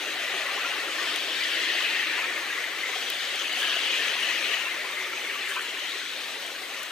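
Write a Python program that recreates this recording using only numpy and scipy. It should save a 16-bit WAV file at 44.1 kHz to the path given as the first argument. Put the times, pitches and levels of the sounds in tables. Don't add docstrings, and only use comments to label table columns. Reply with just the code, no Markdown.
import sys
import numpy as np
from scipy import signal
from scipy.fft import rfft, irfft, next_fast_len
from scipy.io import wavfile
from scipy.ndimage import uniform_filter1d, map_coordinates

SR = 44100
rng = np.random.default_rng(int(sys.argv[2]) if len(sys.argv) > 2 else 0)


def log_audio(samples):
    frames = np.atleast_2d(samples).T
    limited = np.clip(frames, -1, 1)
    pcm = np.round(limited * 32767).astype(np.int16)
    wavfile.write(sys.argv[1], SR, pcm)


N = 304731
TOP_HZ = 15750

# start_s, rise_s, hold_s, fall_s, cloud_db, froth_db, first_pitch_hz, last_pitch_hz
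SURGES = [(-.2, 0.57, 0.44, 0.31, -38.5, -38.5, 2790, 2566), (0.967, .1, .04, 0.15, -41, -35.5, 3290, 3130),
          (0.943, 0.45, 0.44, 0.41, -35.5, -35.5, 3373, 2786),
          (1.276, 0.13, 0.23, 0.245, -40, -37.5, 3360, 2956),
          (1.563, 0.38, 0.25, 0.21, -34, -38.5, 2834, 2287),
          (2.153, 0.088, 0.33, 0.44, -39, -56, 2190, 2200),
          (2.856, 0.13, 0.25, 0.26, -42, -39.5, 3420, 3030),
          (2.955, 1.07, 0.29, 0.35, -34, -36.5, 3240, 2323), (3.459, .22, 0.2, 0.78, -33, -36, 3100, 2853),
          (4.409, 0.067, 0.12, 0.17, -33.5, -36.5, 2910, 2540),
          (4.55, 0.11, 0.71, 0.31, -39.5, -51, 2062, 2397),
          (5.1, 0.28, 0.5, 0.084, -40.5, -47.5, 2826, 3020),
          (5.75, 0.075, 0.21, 0.67, -42, -46.5, 3920, 3670)]
# middle_s, half_length_s, lip_db, gurgle_db, lip_pitch_hz
AIR_BOUTS = [(0.25, 0.14, -38, -60, 1905), (0.616, 0.24, -40.5, -39, 1933), (1.016, 0.12, -44, -38.5, 1795),
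             (1.45, 0.039, -36, -61, 1920), (1.674, 0.11, -36, -59, 1907), (2.013, 0.19, -34, -45, 1953),
             (2.293, 0.19, -37.5, -41, 1805), (2.602, 0.085, -33.5, -50, 1943),
             (2.873, 0.11, -41, -44, 2060), (3.678, 0.068, -38, -40, 1703),
             (4.187, 0.21, -37.5, -42.5, 1908), (4.573, 0.036, -44, -42, 1990),
             (4.858, 0.4, -41.5, -49, 1920), (5.33, 0.13, -44.5, -53, 1826), (5.81, 0.13, -40.5, -61, 2040),
             (6.878, 0.1, -47, -53, 1777)]


def amp(db):
    return 10 ** (np.asarray(db) / 20)


def unit(x):
    return x / np.sqrt(np.mean(x ** 2) + 1e-20)


def power_sum(*gains):
    return np.sqrt(sum(g ** 2 for g in gains))


def along(points, hz):
    freq_hz, values = np.transpose(points)
    return np.interp(np.log(hz + 1), np.log(freq_hz + 1), values)


def curves(rows):
    time_s, *columns = np.transpose(rows)
    return [np.interp(np.arange(N) / SR, time_s, column) for column in columns]


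def wobble(rate_hz):
    return map_coordinates(rng.standard_normal(1024), [np.arange(N) * rate_hz / SR], mode="wrap")


def swell(start_s, rise_s, hold_s, fall_s):
    t = np.arange(N) / SR - start_s
    return np.sqrt(np.clip(np.minimum(t / rise_s, (rise_s + hold_s + fall_s - t) / fall_s), 0, 1))


def bump(middle_s, half_length_s):
    return np.exp(-.5 * ((np.arange(N) / SR - middle_s) / half_length_s) ** 2)


def filtered(x, response):
    size = next_fast_len(N + 8192)
    return irfft(rfft(x, size) * response(np.fft.rfftfreq(size, 1 / SR)), size)[..., :N]


def rush(spectrum, patchy_db):
    bins = signal.stft(rng.standard_normal((2, N)), nperseg=512)[2]
    patches = uniform_filter1d(rng.standard_normal(bins.shape[1:]), size=4, axis=0)
    patches = unit(uniform_filter1d(patches, size=8, axis=1))
    pair = signal.istft(bins * amp(patchy_db * patches), nperseg=512)[1][:, :N]
    return unit(filtered(pair, lambda hz: amp(along(spectrum, hz))))


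def bubble(t, hz, cycles, rise):
    age = t * hz / cycles
    return np.sin(2 * np.pi * hz * t * (1 + rise * age / 2)) * np.exp(-age) * (1 - np.exp(-t * hz))


def swarm(centre_hz, octaves, cycles, rise, scatter_db, count, samples):
    starts = rng.integers(0, N, count)
    detune, strength = np.clip(rng.standard_normal((2, count)), -2.5, 2.5)
    hz = np.minimum((centre_hz * np.ones(N))[starts] * 2 ** (octaves * detune), TOP_HZ)
    gain = amp(scatter_db * strength) * np.sqrt(hz) * rng.choice([-1, 1], count)
    t = np.arange(samples, dtype="f") / SR
    fade = np.sqrt(1 - np.arange(samples) / samples)
    rings = gain[:, None] * bubble(t, hz.astype("f")[:, None], cycles, rise) * fade
    span = N + samples
    stream = np.arange(count) % 2
    slots = (starts + stream * span)[:, None] + np.arange(samples)
    pair = np.bincount(slots.ravel(), rings.ravel(), 2 * span).reshape(2, -1)
    return unit(pair[:, :N])


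def mingled_hz(gains, pitches_hz):
    power, hz = 0, pitches_hz[0]
    for gain, pitch_hz in zip(gains, pitches_hz):
        power = power + gain ** 2
        hz = np.where(rng.random(N) * power <= gain ** 2, pitch_hz, hz)
    return hz


def ebb(from_s=4.24, db_per_s=1.2):
    return amp(-db_per_s * np.maximum(np.arange(N) / SR - from_s, 0))


def surge_curves():
    t = np.arange(N) / SR
    for start_s, rise_s, hold_s, fall_s, cloud_db, froth_db, first_hz, last_hz in SURGES:
        shape = swell(start_s, rise_s, hold_s, fall_s)
        pitch_hz = np.interp(t, [start_s, start_s + rise_s + hold_s + fall_s], [first_hz, last_hz])
        yield amp(cloud_db) * shape, amp(froth_db) * shape, pitch_hz


def spray_gain(front_lag_s=.072):
    fronts = [amp(froth_db - 16) * bump(start_s + front_lag_s, half_length_s=.17)
              for start_s, *_, froth_db, _, _ in SURGES]
    froth = power_sum(*[froth for _, froth, _ in surge_curves()])
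    return power_sum(amp(-47.5) * np.sqrt(ebb()), amp(-13.5) * froth, *fronts)


def surges():
    # freq_hz, density_db
    wash_spectrum = [(300, -45), (900, -20), (1400, -7.5), (1800, -2), (2400, -3), (3200, -3.5), (4000, -8),
                     (5200, -18.5), (7000, -47), (12000, -60)]
    knee_hz, db_per_octave = 2890, 12
    cloud_gains, froth_gains, pitches_hz = zip(*surge_curves())
    small_gains = [froth * amp(-8 + db_per_octave * np.minimum(np.log2(hz / knee_hz), 0))
                   for froth, hz in zip(froth_gains, pitches_hz)]
    cloud_hz = mingled_hz(cloud_gains, pitches_hz)
    cloud = swarm(cloud_hz, octaves=.135, cycles=42, rise=.008, scatter_db=2, count=5600, samples=1600)
    small_hz = 1.43 * mingled_hz(small_gains, pitches_hz)
    small = swarm(small_hz, octaves=.12, cycles=54, rise=.008, scatter_db=2.2, count=4800, samples=1100)
    strays = swarm(2500, octaves=.33, cycles=46, rise=.008, scatter_db=2.4, count=2600, samples=2000)
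    wash = unit(rush(wash_spectrum, patchy_db=1.5) + amp(-5.5) * strays)
    wash_gain = power_sum(amp(-34) * ebb(), amp(1) * power_sum(*froth_gains))
    water = power_sum(*cloud_gains) * cloud + power_sum(*small_gains) * small + wash_gain * wash
    return amp(.13 * wobble(8.5)) * water


def lip_bubbles(steady_db=-56, steady_hz=1849):
    gains = [amp(steady_db)] + [amp(db) * bump(s, half_s) for s, half_s, db, _, _ in AIR_BOUTS]
    pitch_hz = mingled_hz(gains, [steady_hz] + [hz for *_, hz in AIR_BOUTS])
    bursts_db = 1.4 * wobble(32)
    rings = swarm(pitch_hz, octaves=.07, cycles=24, rise=.005, scatter_db=1.9, count=3200, samples=1500)
    return power_sum(*gains) * amp(bursts_db) * rings


def gurgle(steady_db=-47.5):
    # freq_hz, density_db
    churn_spectrum = [(400, -39), (750, 10), (1150, 24.5), (1500, 13), (2200, -23), (4000, -60)]
    bouts = [amp(db) * bump(s, half_s) for s, half_s, _, db, _ in AIR_BOUTS]
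    bubbles = swarm(1280, octaves=.26, cycles=15, rise=.01, scatter_db=2.7, count=2400, samples=1900)
    gain = power_sum(amp(steady_db), *bouts) * amp(.58 * wobble(11))
    return gain * unit(bubbles + amp(-8) * rush(churn_spectrum, patchy_db=2.5))


def spray():
    # freq_hz, density_db
    mist_spectrum = [(2000, -27), (4000, 4), (5200, 1), (6500, 3), (7100, -3.5), (7800, -3), (9500, -9),
                     (12500, -8.5), (15500, -41)]
    mist = rush(mist_spectrum, patchy_db=2.5)
    droplets = swarm(6330, octaves=.364, cycles=13.6, rise=.051, scatter_db=5, count=3000, samples=300)
    return spray_gain() * amp(.9 * wobble(22)) * (amp(3.5) * mist + amp(-9) * droplets)


def burble():
    # freq_hz, density_db
    turbulence = [(25, -37), (60, -28), (115, -28.5), (160, -11), (200, -10), (260, -1), (350, -3.5),
                  (600, -4.5), (850, -8), (1300, -6), (3000, -74)]
    # centre_hz, width_hz, level_db
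    modes = [(151, 17, -12.5), (309, 44, -1.5), (420, 89, 2.5), (547, 50, 3.5), (808, 154, 0)]
    # time_s, level_db
    envelope = [(0, -42.5), (1.1, -43), (2.2, -44.5), (2.7, -45.5), (3.2, -46), (3.55, -43.5), (4.3, -43),
                (5.0, -46.5), (5.85, -48.0), (6.3, -45.5), (6.91, -47.5)]

    def walls(hz):
        return sum((-1) ** k * amp(db) * 1j * hz * width_hz
                   / (centre_hz ** 2 - hz ** 2 + 1j * hz * width_hz)
                   for k, (centre_hz, width_hz, db) in enumerate(modes))

    level_db, = curves(envelope)
    hollow = unit(filtered(rush(turbulence, patchy_db=2), walls))
    gulps = swarm(650, octaves=.24, cycles=12, rise=.02, scatter_db=2.6, count=850, samples=2600)
    direct = rush(turbulence, patchy_db=1.5)
    return amp(level_db + .23 * wobble(13)) * (amp(-2.5) * hollow + amp(-7.5) * direct + amp(-5) * gulps)


def hiss():
    # freq_hz, density_db
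    spectrum = [(3000, -38), (8000, 0.5), (12000, -10), (13300, -2), (14300, 1), (15000, -4), (15800, -51)]
    spray_db = 20 * np.log10(spray_gain())
    level_db = -48.5 + .29 * (spray_db - spray_db.mean()) + .24 * wobble(7.1)
    return amp(level_db) * rush(spectrum, patchy_db=2.5)


def plops(ring_s=.013):
    # start_s, level_db, pitch_hz
    big_bubbles = [(.255, -28, 1873), (.617, -27.5, 2570), (.647, -25, 1375), (.986, -24.5, 1825),
                   (1.005, -30, 1162), (1.071, -27, 1750), (1.405, -25, 2350), (1.849, -22.5, 2565),
                   (1.961, -25, 1825), (1.995, -22, 1873), (2.24, -24, 2400), (2.297, -24, 1845),
                   (2.501, -25.5, 1636), (2.834, -23, 2045), (2.889, -34, 753), (2.955, -33, 753),
                   (3.234, -26.5, 2990), (3.628, -25, 1670), (3.72, -25.5, 1640), (3.764, -32, 689),
                   (3.993, -22.5, 1787), (4.534, -21.5, 1915), (4.653, -25, 2680), (4.712, -25, 2080),
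                   (4.969, -26, 2045), (5.131, -31, 1335), (5.168, -27.5, 2515), (5.298, -26, 2260),
                   (5.356, -29, 1140), (5.441, -27, 2060), (5.512, -26, 1679), (5.563, -28.5, 990),
                   (5.568, -30, 1184), (5.569, -28, 2454), (5.803, -28, 2980)]
    out, t = np.zeros((2, N + SR)), np.arange(SR // 10) / SR
    for start_s, db, hz in big_bubbles:
        out[0, round(start_s * SR):][:len(t)] += amp(db) * bubble(t, hz, cycles=hz * ring_s, rise=.01)
    return out[:, :N]


def hum(relative_half_width=.1):
    # start_s, rise_s, hold_s, fall_s, level_db, pitch_hz
    hums = [(.8, 0.4, 0.97, 0.26, -52.5, 325), (4.7, 0.28, 0.5, 0.42, -53, 387)]
    out = 0
    for *timing_s, db, pitch_hz in hums:
        resonance = lambda hz: 1 / (1 + ((hz / pitch_hz - 1) / relative_half_width) ** 2)
        tone = unit(filtered(rng.standard_normal((2, N)), resonance))
        out = out + amp(db) * swell(*timing_s) * tone
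    return out


def splashes():
    # middle_s, level_db, half_length_s
    puffs = [(1.112, -62, 0.041), (3.07, -54, 0.019), (3.61, -44, 0.035), (4.228, -45, 0.029),
             (4.44, -49, .008), (5.499, -39, 0.01), (5.543, -45, 0.017), (5.617, -45, 0.0087)]
    gain = sum(amp(db) * bump(s, half_s) for s, db, half_s in puffs)
    return gain * swarm(8800, octaves=.38, cycles=4, rise=0, scatter_db=4.5, count=20000, samples=80)


def debris_clicks(crack_t60_s=.011):
    # start_s, level_db, pitch_hz
    ticks = [(1.1603, -22, 9560), (3.1016, -17.5, 12360), (3.3578, -30, 8500), (3.529, -30, 7400),
             (4.911, -33, 8060), (6.4644, -32, 8100), (6.8317, -27, 10400), (6.835, -33, 7100)]
    out, t = np.zeros((2, N + SR)), np.arange(SR // 50) / SR
    band = signal.butter(2, [4500, 13000], "band", fs=SR, output="sos")
    for start_s, db, hz in ticks:
        crack = signal.sosfilt(band, rng.standard_normal((2, len(t))) * amp(-60 * t / crack_t60_s))
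        ring = bubble(t, hz, cycles=9.9, rise=0)
        out[:, round(start_s * SR):][:, :len(t)] += amp(db) * (amp(-2) * crack + ring)
    return out[:, :N]


def trickle():
    # start_s, rise_s, hold_s, fall_s, level_db
    envelope = (3.25, .45, .95, .12, -50.5)
    *timing_s, level_db = envelope
    bubbles = swarm(5950, octaves=.07, cycles=60, rise=0, scatter_db=3.5, count=900, samples=1200)
    return amp(level_db + 2 * wobble(9)) * swell(*timing_s) * bubbles


def glug():
    # time_s, pitch_hz, level_db
    contour = [(5.42, 2200, -60), (5.455, 2060, -43), (5.495, 1720, -36), (5.528, 1480, -38),
               (5.545, 1300, -52), (5.556, 1200, -50), (5.568, 1220, -33.5), (5.593, 1620, -34.5),
               (5.615, 1900, -40), (5.65, 2100, -70)]
    pitch_hz, level_db = curves(contour)
    cluster = swarm(pitch_hz, octaves=.15, cycles=8, rise=.02, scatter_db=2, count=7000, samples=600)
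    return amp(level_db) * cluster


def mic_ports(pair):
    # freq_hz, coherence
    likeness = [(60, .8), (280, .95), (640, .87), (1400, .81), (3100, .75), (5400, .52), (6800, .46),
                (7500, .3), (11500, .12), (13500, .42)]
    # freq_hz, left_minus_right_db
    balance = [(60, 0), (150, 0.5), (380, 0.5), (700, 4), (1300, 3), (2400, 4.5), (4400, 6), (8000, 0.5),
               (15000, .2)]
    # freq_hz, left_lead_rad
    lead = [(100, 0), (1000, .22), (2400, .6), (4400, .62), (5400, .9), (7000, .5), (7500, 1.6),
            (10000, 2.1), (12700, 3.4), (15500, 3.5)]
    mix_rad = lambda hz: np.arccos(along(likeness, hz)) / 2
    common, diffuse = filtered(pair, lambda hz: np.array([np.cos(mix_rad(hz)), np.sin(mix_rad(hz))]))
    side = np.array([[1], [-1]])
    nearer = lambda hz: amp(side * along(balance, hz) / 2) * np.exp(side * 1j * along(lead, hz) / 2)
    return filtered(common + side * diffuse, nearer)


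def drift(stereo):
    # time_s, left_minus_right_db
    path = [(0.0, 4.5), (3.85, 4.5), (4.6, 6.5), (4.75, 4.5), (5.18, 4.0), (6.08, 5), (6.91, 4.0)]
    pan_db, = curves(path)
    return stereo * amp((pan_db - pan_db.mean()) * np.array([[.25], [-.75]]))


def scene():
    background = hiss()
    breaking = surges() + lip_bubbles()
    flow = gurgle() + spray() + burble() + hum()
    events = trickle() + glug() + splashes() + plops() + debris_clicks()
    return drift(mic_ports(breaking)) + mic_ports(flow + events + background)


def record(dry):
    return filtered(dry, lambda hz: hz < TOP_HZ)


dry = scene()
out = record(dry)
log_audio(out)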